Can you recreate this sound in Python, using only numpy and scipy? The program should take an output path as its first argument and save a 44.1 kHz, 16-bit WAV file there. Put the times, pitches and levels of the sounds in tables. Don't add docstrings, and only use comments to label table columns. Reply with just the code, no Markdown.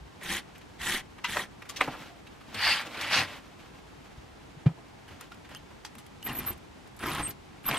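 import sys
import numpy as np
from scipy import signal
from scipy.fft import rfft, irfft, next_fast_len
from scipy.io import wavfile
from scipy.ndimage import uniform_filter1d

SR = 44100
rng = np.random.default_rng(int(sys.argv[2]) if len(sys.argv) > 2 else 0)


def dump(signal):
    limited = np.clip(np.atleast_2d(signal).T, -1, 1)
    pcm = np.round(limited * 32767).astype(np.int16)
    wavfile.write(sys.argv[1], SR, pcm)


def convert_level_to_amplitude(level_db):
    exponent = np.asarray(level_db, float) / 20
    return 10 ** exponent


N = 343098
SIZE = next_fast_len(N)
HZ = np.fft.rfftfreq(SIZE, 1 / SR)


def evened(x):
    return x / np.sqrt(np.mean(x ** 2) + 1e-20)


def read(points, hz):
    f, value = np.transpose(points)
    return np.interp(np.log(hz + 1), np.log(f + 1), value)


def add(mix, s, sound):
    part = mix[round(s * SR):][:len(sound)]
    part += sound[:len(part)]


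def side_of(s):
    return 0 if s < 4 else 1


def colour(x, points):
    gain_db = np.maximum(read(points, abs(np.fft.fftfreq(4096, 1 / SR))), -90)
    log_gain = np.log(convert_level_to_amplitude(gain_db))
    taps = np.fft.ifft(np.exp(np.conj(signal.hilbert(log_gain)))).real[:2048]
    return signal.oaconvolve(x, taps)[:len(x)]


def band(x, lo_hz, hi_hz):
    sos = signal.butter(2, [lo_hz, min(hi_hz, 20000)], "band", fs=SR, output="sos")
    return signal.sosfilt(sos, x)


def drift(n, seconds):
    size = max(int(seconds * SR), 1)
    once = uniform_filter1d(rng.standard_normal(n), size)
    return evened(uniform_filter1d(once, size))


def patchy(x, patch_db, frames=5, bins=4, turn=0):
    z = signal.stft(x, nperseg=256)[2]
    over_time = uniform_filter1d(rng.standard_normal(z.shape[::-1]), frames, 0)
    field = evened(uniform_filter1d(over_time, bins, 1)).T
    return signal.istft(z * convert_level_to_amplitude(patch_db * field) * np.exp(1j * turn * field), nperseg=256)[1][:N]


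def grit(per_s, spread_db, smooth, flutter_db, flutter_s):
    size = convert_level_to_amplitude(spread_db * np.minimum(rng.exponential(1, N), 5)) * rng.choice([-1., 1.], N)
    clicks = evened(size * (rng.random(N) < per_s / SR))
    return (clicks + smooth * rng.standard_normal(N)) * convert_level_to_amplitude(flutter_db * drift(N, flutter_s))


def pair(a, b, same, lead):
    likeness = np.clip(read(same, HZ), -1, 1)
    half_turn = np.exp(.5j * read(lead, HZ))
    shared = rfft(a, SIZE) * np.sqrt((1 + likeness) / 2)
    own = rfft(b, SIZE) * np.sqrt((1 - likeness) / 2)
    return irfft(np.array([(shared + own) * half_turn, (shared - own) / half_turn]), SIZE)[:, :N]


# pitch_hz, density_db (per Hz)
HISS_COLOUR = [(12, -42), (20, -44), (38, -4), (68, -2.5), (119, -2.5), (373, -4), (567, -12.5), (815, -9),
               (1200, -14), (1380, -15.5), (1830, -17), (2850, -21), (6970, -30), (12900, -41.5),
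               (15600, -53)]
# pitch_hz, likeness (-1 to 1)
HISS_SAME = [(60, 1), (150, 0.54), (350, -0.5), (700, 0.056), (1500, 0.017), (3000, -0.00071), (9000, 0.77),
             (12000, 0.5), (14000, 0.6)]


def hiss():
    a, b = (evened(colour(v, HISS_COLOUR)) for v in rng.standard_normal((2, N)))
    level_db = -50.5 + 0.55 * drift(N, 0.025)
    return convert_level_to_amplitude(level_db) * pair(a, b, HISS_SAME, [(0, 0)])


# pitch_hz, t60_s
ROOM_DECAY = [(125, 0.42), (1000, 0.16), (4000, 0.12), (12000, 0.05)]


def in_room(x, same, lead, wet_db):
    taps = np.zeros((2, SR // 2))
    at = np.arange(100, SR // 2 - 20, 20) + rng.integers(0, 20, (2, (SR // 2 - 101) // 20))
    np.put_along_axis(taps, at, rng.choice([-1., 1.], at.shape), 1)
    hz, t, z = signal.stft(taps, SR, nperseg=256)
    tail = signal.istft(z * convert_level_to_amplitude(-60 * t / read(ROOM_DECAY, hz)[:, None]), SR, nperseg=256)[1]
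    tail = tail / np.linalg.norm(tail[0])
    wet = convert_level_to_amplitude(wet_db) * signal.oaconvolve(x[None], tail, axes=1)[:, :N]
    scatter = patchy(x, 0, 14, 3, turn=2.6)
    return pair(x + wet[0], scatter + wet[1], same, lead)


# peak_s, half_length_s, level_db
RUSTLES = [(1.828, 0.073, -35), (1.995, 0.076, -48), (2.71, 0.22, -41), (3.102, 0.23, -43.5),
           (5.315, 0.2, -65), (6.389, 0.14, -47), (7.156, 0.061, -37), (7.779, 0.061, -46),
           (3.701, 0.69, -63), (5.526, .025, -52), (5.111, .04, -50), (5.236, .03, -52), (2.051, .05, -47),
           (3.601, .03, -54), (2.576, .03, -46), (3.04, .05, -44), (2.84, .035, -46), (3.36, .045, -49),
           (1.9, .03, -47)]
# pitch_hz, density_db (per Hz)
CLOTH = [(120, -41.5), (200, -7.5), (304, -3.5), (371, -14.5), (454, -5.5), (3070, -10), (9660, -27),
         (15500, -26.5)]


def rustle():
    t = np.arange(N) / SR
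    moves = sum(convert_level_to_amplitude(db) * np.exp(-((t - s) / half) ** 2) for s, half, db in RUSTLES)
    return 0.54 * (convert_level_to_amplitude(-57) + moves) * evened(colour(grit(3000, 1.7, 1.0, 2.2, 0.021), CLOTH))


def struck(s, db, modes, push_s, rise):
    t = np.arange(9000) / SR
    ring = sum(convert_level_to_amplitude(d - 60 * t / t60) * np.cos(2 * np.pi * hz * t) for hz, d, t60 in modes)
    push = signal.windows.hann(round(push_s * SR) + 2)
    ring = np.convolve(ring * (1 - np.exp(-t / rise)) ** 2, push)
    return s, convert_level_to_amplitude(db) * ring / abs(ring).max()


# pitch_hz, level_db, t60_s
FLOORBOARD = [(300, -19, .04), (386, -13, .032), (520, -19, .054), (752, -26, .067)]
# pitch_hz, level_db, delay_s, length_s
JOIST = (158, -22.5, .022, .052)


def thump(s, db):
    t = np.arange(9000) / SR
    u = np.maximum(t - .002, 0) / .0078
    blow = np.cos(2 * np.pi * 143 * (t - .0082)) * (u * np.exp(1 - u)) ** 2
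    hum = sum(convert_level_to_amplitude(d - 60 * t / t60) * np.sin(2 * np.pi * hz * t) for hz, d, t60 in FLOORBOARD)
    hz, d, late, length = JOIST
    answer_shape = np.sin(np.pi * np.clip((t - late) / length, 0, 1) ** .55)
    blow += convert_level_to_amplitude(d) * np.sin(2 * np.pi * hz * t) * answer_shape
    return s, convert_level_to_amplitude(db) * (blow + hum * (1 - np.exp(-t / 0.0017)))


# start_s, peak_db, pitch_hz, t60_s
SWAYS = [
    (.002, -41.5, 58, 0.17),
    (.8, -44.5, 70, .15),
    (2.56, -44, 100, .15),
    (2.66, -44, 65, 0.13),
    (4.17, -44, 65, .12),
    (5.1, -46, 85, .2),
    (7.19, -40, 52, .2),
]
# start_s, peak_db
THUMPS = [
    (0.009, -47),
    (1.876, -34),
    (2.001, -44),
    (3.971, -47.5),
    (4.177, -43),
    (4.566, -40),
    (7.207, -37),
    (6.29, -43),
]
# start_s, peak_db
HEEL = (4.6595, -9.2)


def floor_moves():
    floor = np.zeros(N)
    for s, db, hz, t60 in SWAYS:
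        add(floor, *struck(s, db, [(hz, 0, t60)], .004, 0.01))
    for row in THUMPS + [HEEL]:
        add(floor, *thump(*row))
    return floor


def tap(s, db, hz, t60, bright_db, knock_db=-60, rise=.0006, octaves=.8):
    t = np.arange(4500) / SR
    size = rng.standard_normal((3, len(t))) * convert_level_to_amplitude(3.0 * np.minimum(rng.exponential(1, len(t)), 2.5))
    chatter = 0.11 * rng.standard_normal(50) * (rng.random(50) < .12) + (np.arange(50) == 0)

    def blow(slow):
        return (1 - np.exp(-t / rise)) ** 3 * convert_level_to_amplitude(-60 * t / (slow * max(t60, .005)))

    bounced = np.convolve(size[0], chatter)[:len(t)]
    clatter = evened(band(bounced, hz / 2 ** octaves, hz * 2 ** octaves)) * blow(0.8)
    bright = evened(band(size[1], 5900, 14600)) * convert_level_to_amplitude(bright_db) * blow(0.65)
    knock = evened(band(size[2], 66, 760)) * convert_level_to_amplitude(knock_db) * blow(1.0)
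    return s - .6 * rise, 0.36 * convert_level_to_amplitude(db) / blow(0.94).max() * (clatter + bright + knock)


# start_s, peak_db, centre_hz, t60_s
CLATTERS = [(.55, -40.5, 1900, .1), (.609, -43, 1890, 0.11), (.784, -46, 1240, .062),
            (.816, -25.5, 2700, 0.02), (1.62, -32.5, 1520, 0.048), (1.652, -39, 1330, 0.088),
            (1.69, -30, 2840, 0.096), (1.691, -31, 6800, 0.079), (1.761, -24.5, 3240, 0.087),
            (2.268, -37.5, 2200, 0.048), (2.41, -39.5, 1360, 0.041), (7.085, -30, 1220, .19),
            (7.736, -20.5, 1030, 0.12)]
# start_s, peak_db, centre_hz, t60_s
BUMPS = [(1.181, -37.5, 1500, 0.085), (1.241, -18.5, 2050, 0.11), (1.807, -13.5, 1660, 0.065),
         (1.355, -25, 800, 0.28), (1.934, -33, 955, 0.12), (1.949, -31, 880, 0.035),
         (2.943, -30, 1890, 0.067), (5.316, -36, 1300, 0.037), (5.446, -41, 2000, 0.066),
         (5.705, -43.5, 991, .08)]
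# start_s, peak_db, centre_hz, t60_s
KNOCKS = [(.209, -39, 1800, 0.075), (2.049, -48, 1720, .072), (5.08, -41, 1940, 0.071),
          (6.263, -28.5, 1800, 0.047), (6.468, -34, 1120, 0.064), (7.684, -25, 1150, 0.12)]
# start_s, peak_db, centre_hz, t60_s
THUDS = [(1.874, -24, 950, 0.075), (2.971, -32, 2200, 0.061), (5.104, -45.5, 1790, 0.078),
         (7.036, -26.5, 1510, 0.04), (7.195, -23.5, 1020, 0.032)]
# start_s, peak_db, centre_hz, t60_s
SLAPS = [
    (4.659, -29.5, 700, .075),
    (4.66, -34.5, 2100, 0.075),
    (4.685, -42, 700, .07),
    (4.775, -45, 600, .12),
]
# start_s, peak_db, centre_hz, t60_s, bright_db (relative)
TICKS = [(0.2318, -37, 1790, 0.12, 3), (0.579, -54, 1240, 0.057, 11.5), (2.5438, -27, 2400, .09, -11),
         (5.2097, -34.5, 1400, 0.029, 3.5), (5.344, -48, 3000, .04, -3), (5.4894, -44, 1320, 0.24, -8),
         (5.5477, -32, 2600, 0.024, -3), (5.8482, -31, 2900, 0.11, -11), (5.952, -39, 1260, 0.036, -2),
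         (5.982, -41, 2250, 0.13, 1.5), (6.0643, -42.5, 1890, 0.04, 0.5), (6.227, -35.5, 2820, 0.022, 0),
         (6.2956, -35, 2000, 0.019, 0), (6.5283, -42.5, 1900, 0.04, 7), (6.5764, -49, 1420, 0.044, 3),
         (6.9194, -52, 1310, 0.04, -8), (6.9643, -54, 1970, 0.061, 13.5), (6.9908, -36, 2600, 0.03, -1),
         (7.148, -24.5, 1210, 0.04, -2), (7.306, -31.5, 3020, 0.054, -3), (1.368, -17, 900, 0.053, -24),
         (3.011, -22, 2200, .1, -9), (7.7115, -15, 1300, 0.03, -22), (2.812, -39, 3500, .03, -5),
         (5.32, -38, 2000, .03, -13), (6.282, -41, 2000, .02, 0), (6.388, -37, 2500, .02, 6),
         (6.397, -32, 2200, .025, -18), (6.482, -31, 1600, 0.032, -8), (6.873, -53, 2000, .05, 5),
         (7.067, -36, 2000, .02, 8), (7.0841, -24, 1800, 0.026, -14), (7.115, -31, 2200, .03, -14),
         (7.133, -32, 2000, .02, 8), (7.216, -38, 2500, .03, 1)]


def taps():
    sides = np.zeros((2, N))
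    kinds = [(CLATTERS, -11, -21), (BUMPS, -17, -33), (KNOCKS, -8.5, -4.5), (THUDS, -18, -1.7), (SLAPS, -47, 0)]
    for rows, bright_db, knock_db in kinds:
        for row in rows:
            add(sides[side_of(row[0])], *tap(*row, bright_db, knock_db, rise=.0045, octaves=0.82))
    for row in TICKS:
        add(sides[side_of(row[0])], *tap(*row, octaves=1.14))
    return sides


# start_s, peak_db, pitch_hz, t60_s
PINGS = [(1.244, -30, 960, 0.073), (1.243, -30, 2013, 0.09), (1.243, -27, 2810, 0.049),
         (1.245, -32.5, 3240, .08), (1.244, -45, 5152, .06), (1.244, -42, 6035, .07),
         (2.544, -41, 4170, .04), (2.544, -51, 7150, .03), (2.544, -45, 8300, 0.028),
         (2.549, -36.5, 228, 0.023), (5.211, -45, 1400, 0.026), (5.318, -41, 1394, 0.028),
         (1.811, -26, 763, 0.065), (1.877, -31.5, 800, .05), (5.849, -42, 867, .03),
         (5.849, -42, 4673, .02), (5.849, -44, 6228, .018), (5.85, -48, 3257, .04),
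         (7.688, -33, 5000, .025), (7.686, -31, 12600, .03), (1.766, -37, 5800, .04),
         (1.695, -41, 6700, .04), (1.811, -36, 8300, .03), (1.695, -40, 1150, .05), (7.035, -34, 1950, .05),
         (7.172, -34, 1100, .05), (7.746, -30, 3300, .03), (5.553, -42, 2800, .02),
         (6.227, -38, 2950, .018), (6.293, -36, 2760, 0.045), (6.273, -38, 1900, .035),
         (6.482, -39, 1145, .04), (4.663, -46, 2400, .05), (1.392, -30, 1850, .04), (5.96, -45, 232, .1)]
# start_s, peak_db
SNAPS = [(1.3705, -18.5), (3.012, -28), (5.21, -40), (5.549, -35), (5.8495, -29.5), (6.471, -34),
         (7.712, -20.5), (.81, -33), (5.449, -45), (5.32, -43)]
# pitch_hz, level_db, t60_s
BEAD = [(1500, 0, .004), (3400, -4, .003), (8000, -11, .002)]
# start_s, peak_db
BAR_HITS = [
    (1.811, -7),
    (1.8149, -19),
    (1.8175, -16),
    (1.8217, -20),
]
# pitch_hz, level_db, t60_s
BAR = [(542, -17, 0.053), (1300, 10.5, 0.0047), (2200, 18, 0.0027), (3100, -28, 0.0094), (5050, -25, .01)]


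def ringing_parts():
    sides = np.zeros((2, N))
    for s, db, hz, t60 in PINGS:
        add(sides[side_of(s)], *struck(s, db, [(hz, 0, t60)], .0001, .0018))
    for row in SNAPS:
        add(sides[side_of(row[0])], *struck(*row, BEAD, .00005, .0001))
    for row in BAR_HITS:
        add(sides[0], *struck(*row, BAR, 0.00013, 0.00051))
    return sides


def swell(s, rise, fall, hz, db, climb_hz=0, sag_hz=0):
    shoulder_db = db - 6.5
    return [(s - rise, hz - climb_hz, db - 28),
            (s - 0.67 * rise, hz - 0.52 * climb_hz, shoulder_db),
            (s, hz, db),
            (s + .6 * fall, hz - .6 * sag_hz, shoulder_db),
            (s + fall, hz - sag_hz, db - 21)]


def squeak(rows, waver_hz=90, throb_db=3.5, overtones_db=()):
    s, hz, db = np.transpose(rows)
    t = np.arange(s[0], s[-1], 1 / SR)
    turns = np.cumsum(np.interp(t, s, hz) + waver_hz * drift(len(t), 0.00053)) / SR
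    throb = convert_level_to_amplitude(np.interp(t, s, db) + throb_db * drift(len(t), 0.0026))
    partials_db = (0, *overtones_db)
    tone = sum(convert_level_to_amplitude(d) * np.sin(2 * np.pi * (k + 1) * turns) for k, d in enumerate(partials_db))
    return s[0], np.sqrt(2) * throb * tone * signal.windows.tukey(len(t), .15)


# peak_s, rise_s, fall_s, pitch_hz, level_db
CREAK = (5.564, .009, .014, 3090, -46.5)
# peak_s, rise_s, fall_s, pitch_hz, level_db
BAR_RING = (2.1, .03, .12, 692, -55.5)


def creaks():
    sides = np.zeros((2, N))
    add(sides[0], *squeak(swell(*BAR_RING), waver_hz=25, throb_db=4))
    add(sides[1], *squeak(swell(*CREAK), waver_hz=150, throb_db=2, overtones_db=(-16, -12)))
    return sides


# peak_s, rise_s, fall_s, pitch_hz, level_db
SQUEAKS = [(6.264, 0.022, 0.019, 12460, -33), (6.391, .02, 0.012, 12300, -30),
           (6.362, 0.019, .025, 12050, -36.5), (6.485, 0.026, 0.031, 12400, -28),
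           (7.07, 0.013, .01, 12700, -35.5), (7.095, .025, 0.027, 12500, -43),
           (7.687, 0.034, 0.017, 12550, -28), (6.342, .01, .013, 12800, -46),
           (6.24, .012, .012, 12200, -48)]
# peak_s, length_s, pitch_hz, glide_hz, level_db
CHIRPS = [(6.332, 0.0059, 11500, 800, -39), (6.255, .018, 11500, -150, -47), (6.407, .008, 10000, -50, -48),
          (7.128, .016, 10000, -450, -43), (7.2, 0.012, 9900, 80, -47), (6.248, .01, 11800, -250, -46),
          (7.301, 0.034, 8451, -30, -55.5), (7.231, .01, 8500, 0, -35), (7.247, 0.015, 8490, 0, -33),
          (7.267, 0.017, 8450, -20, -29.5), (7.294, 0.023, 12200, -200, -38), (7.18, .01, 12500, 0, -49),
          (7.779, 0.012, 8470, 20, -32.5), (5.573, .012, 11850, 100, -57)]
# pitch_hz, lead_rad
WHISTLE_LEAD = [(8500, -1.05), (12000, -1.84)]


def roller_squeaks():
    whistle = np.zeros(N)
    for row in SQUEAKS:
        add(whistle, *squeak(swell(*row, climb_hz=350, sag_hz=30)))
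    for s, length, hz, glide_hz, db in CHIRPS:
        add(whistle, *squeak(swell(s, length, length, hz, db, glide_hz, -glide_hz)))
    return pair(whistle, 0 * whistle, [(0, 0.69)], WHISTLE_LEAD)


def rattle(pulls, body, drive, rings=(), *, usual_db, top_db, top_growth, bottom_db, bottom_growth, load_db):
    rung, t = rfft(colour(drive, body), SIZE), np.arange(N) / SR
    since_start = t - pulls[0][0]
    song = 0
    for hz, width, db, change_db in rings:
        tone = evened(irfft(rung * np.exp(-((HZ - hz) / width) ** 2), SIZE))[:N]
        song = song + convert_level_to_amplitude(db + change_db * np.clip(since_start, 0, 1)) * tone
    low = 1 / (1 + (HZ / 600) ** 4)
    high = 1 / (1 + (5400 / (HZ + 1)) ** 6)
    middle, top, bottom = (evened(irfft(rung * share, SIZE))[:N] for share in (1 - low - high, high, low))
    speed = sum(convert_level_to_amplitude(db - usual_db) * np.interp(t - s, np.cumsum([0, up, steady, down]), [0, 1, 1, 0])
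                for s, up, steady, down, db in pulls)
    mix = speed * middle
    mix += convert_level_to_amplitude(top_db) * speed ** top_growth * top
    mix += convert_level_to_amplitude(bottom_db + load_db * since_start) * speed ** bottom_growth * bottom
    return convert_level_to_amplitude(usual_db) * (mix + convert_level_to_amplitude(-6.0) * speed ** 2.4 * song)


# start_s, speed_up_s, steady_s, slow_down_s, level_db (at full speed)
FAR_PULLS = [
    (6.24, 0.037, 0.031, 0.032, -41),
    (6.3, 0.067, .15, 0.03, -45.5),
    (6.99, 0.048, 0.16, 0.046, -37),
    (7.19, 0.048, 0.055, 0.04, -47),
    (7.63, 0.07, 0.0057, 0.073, -34.5),
    (7.72, 0.029, .05, .02, -39),
]
# pitch_hz, density_db (per Hz)
FAR_BODY = [(30, -7), (150, 0.5), (300, -1), (520, -13.5), (700, -9), (1090, -4), (1500, -7), (2400, -7.5),
            (3300, -11), (4700, -18), (6500, -17), (10000, -9.5), (13500, -15), (15500, -20.5)]


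def far_blind():
    beads = patchy(grit(1200, 2.2, 0.79, 1.6, 0.0036), 3.0)
    return rattle(FAR_PULLS, FAR_BODY, beads, usual_db=-42.5, top_db=-10.5, top_growth=0.5,
                  bottom_db=0, bottom_growth=0.87, load_db=-3.5)


# start_s, speed_up_s, steady_s, slow_down_s, level_db (at full speed)
SLIDES = [
    (2.535, 0.1, 0.11, 0.12, -30),
    (2.61, 0.059, 0.043, 0.046, -33),
    (2.88, 0.16, 0.047, 0.31, -36),
    (3.095, 0.044, 0.043, 0.077, -27.5),
]
# pitch_hz, density_db (per Hz)
RAIL_BODY = [(30, -34), (130, -7), (400, -19), (800, -4), (1300, -2), (2100, 3.5), (2600, 0.5), (3600, -3),
             (4500, -7.5), (5400, -9.5), (6300, -11), (9200, -7), (12500, -9), (15500, -30)]
# pitch_hz, width_hz, level_db, change_db (per s)
GLIDERS = [(4650, 360, 1, -26), (5140, 1500, -22.5, 23), (2720, 220, -26, 20)]


def curtain():
    hooks = patchy(grit(4000, 1.6, 1.3, 0.61, 0.0037), 1.7)
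    return rattle(SLIDES, RAIL_BODY, hooks, GLIDERS, usual_db=-28.5, top_db=-15.5, top_growth=1.1,
                  bottom_db=-28, bottom_growth=0.8, load_db=24.5)


# start_s, speed_up_s, steady_s, slow_down_s, level_db (at full speed)
NEAR_PULLS = [
    (.205, 0.13, 0.017, 0.065, -33),
    (.785, 0.089, 0.071, 0.08, -32),
    (1.26, 0.044, 0.099, 0.064, -36.5),
]
# pitch_hz, density_db (per Hz)
NEAR_BODY = [(24, -6), (40, -3.5), (123, -8), (197, 4), (253, -9.5), (342, -2), (637, -15.5), (758, -5.5),
             (1350, -7), (1860, 0.5), (2600, -5.5), (3400, -3.5), (4920, -13.5), (11200, -15),
             (15500, -24.5)]
# pitch_hz, width_hz, level_db, change_db (per s)
TUBE = [(1860, 84, -17, 2)]


def near_blind():
    beads = patchy(grit(2500, 1.9, 0.76, 0.84, 0.0036), 2.4)
    return rattle(NEAR_PULLS, NEAR_BODY, beads, TUBE, usual_db=-34, top_db=-4.5, top_growth=1.32,
                  bottom_db=-8, bottom_growth=1, load_db=-1)


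# pitch_hz, likeness (0 to 1)
LEFT_SAME = [(60, 0.93), (150, 1), (350, 0.9), (700, 1), (1500, 0.98), (3000, 0.9), (4500, 0.28),
             (7000, 0.15), (10000, 0.13), (12000, 0.46), (14000, 0.49)]
# pitch_hz, lead_rad
LEFT_LEAD = [(1500, 0), (3000, .12), (4500, .5), (8000, 1.2), (10000, 2.1), (12000, 2.3), (14000, 1.2)]
# pitch_hz, likeness (0 to 1)
RIGHT_SAME = [(60, .99), (150, 1), (350, 0.98), (700, 1), (1500, 1), (3000, 0.95), (4500, 0.5),
              (6000, 0.15), (10000, 0.31), (12000, .2), (14000, 0.6)]
# pitch_hz, lead_rad
RIGHT_LEAD = [(1500, 0), (3000, -.2), (4500, -.8), (8000, -.9), (10000, -.5), (12000, -1.8), (14000, -1.2)]


def scene():
    left, right = taps() + ringing_parts() + creaks()
    left = left + near_blind() + curtain() + rustle()
    right = right + far_blind()
    rooms = in_room(left, LEFT_SAME, LEFT_LEAD, -16.5) + in_room(right, RIGHT_SAME, RIGHT_LEAD, -13.0)
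    return rooms + roller_squeaks() + floor_moves() + hiss()


def band_limit(x):
    return signal.sosfilt(signal.butter(12, 15720, fs=SR, output="sos"), x)


def record(dry):
    limit = np.clip((15800 - HZ) / 60, 0, 1)
    top_db = np.interp(HZ, [12500, 14000, 15000, 15800], [0, -2, -7, -11])
    mix = irfft(rfft(dry, SIZE) * limit * convert_level_to_amplitude(top_db), SIZE)[:, :N]
    return band_limit(mix)


dry = scene()
out = record(dry)
dump(out)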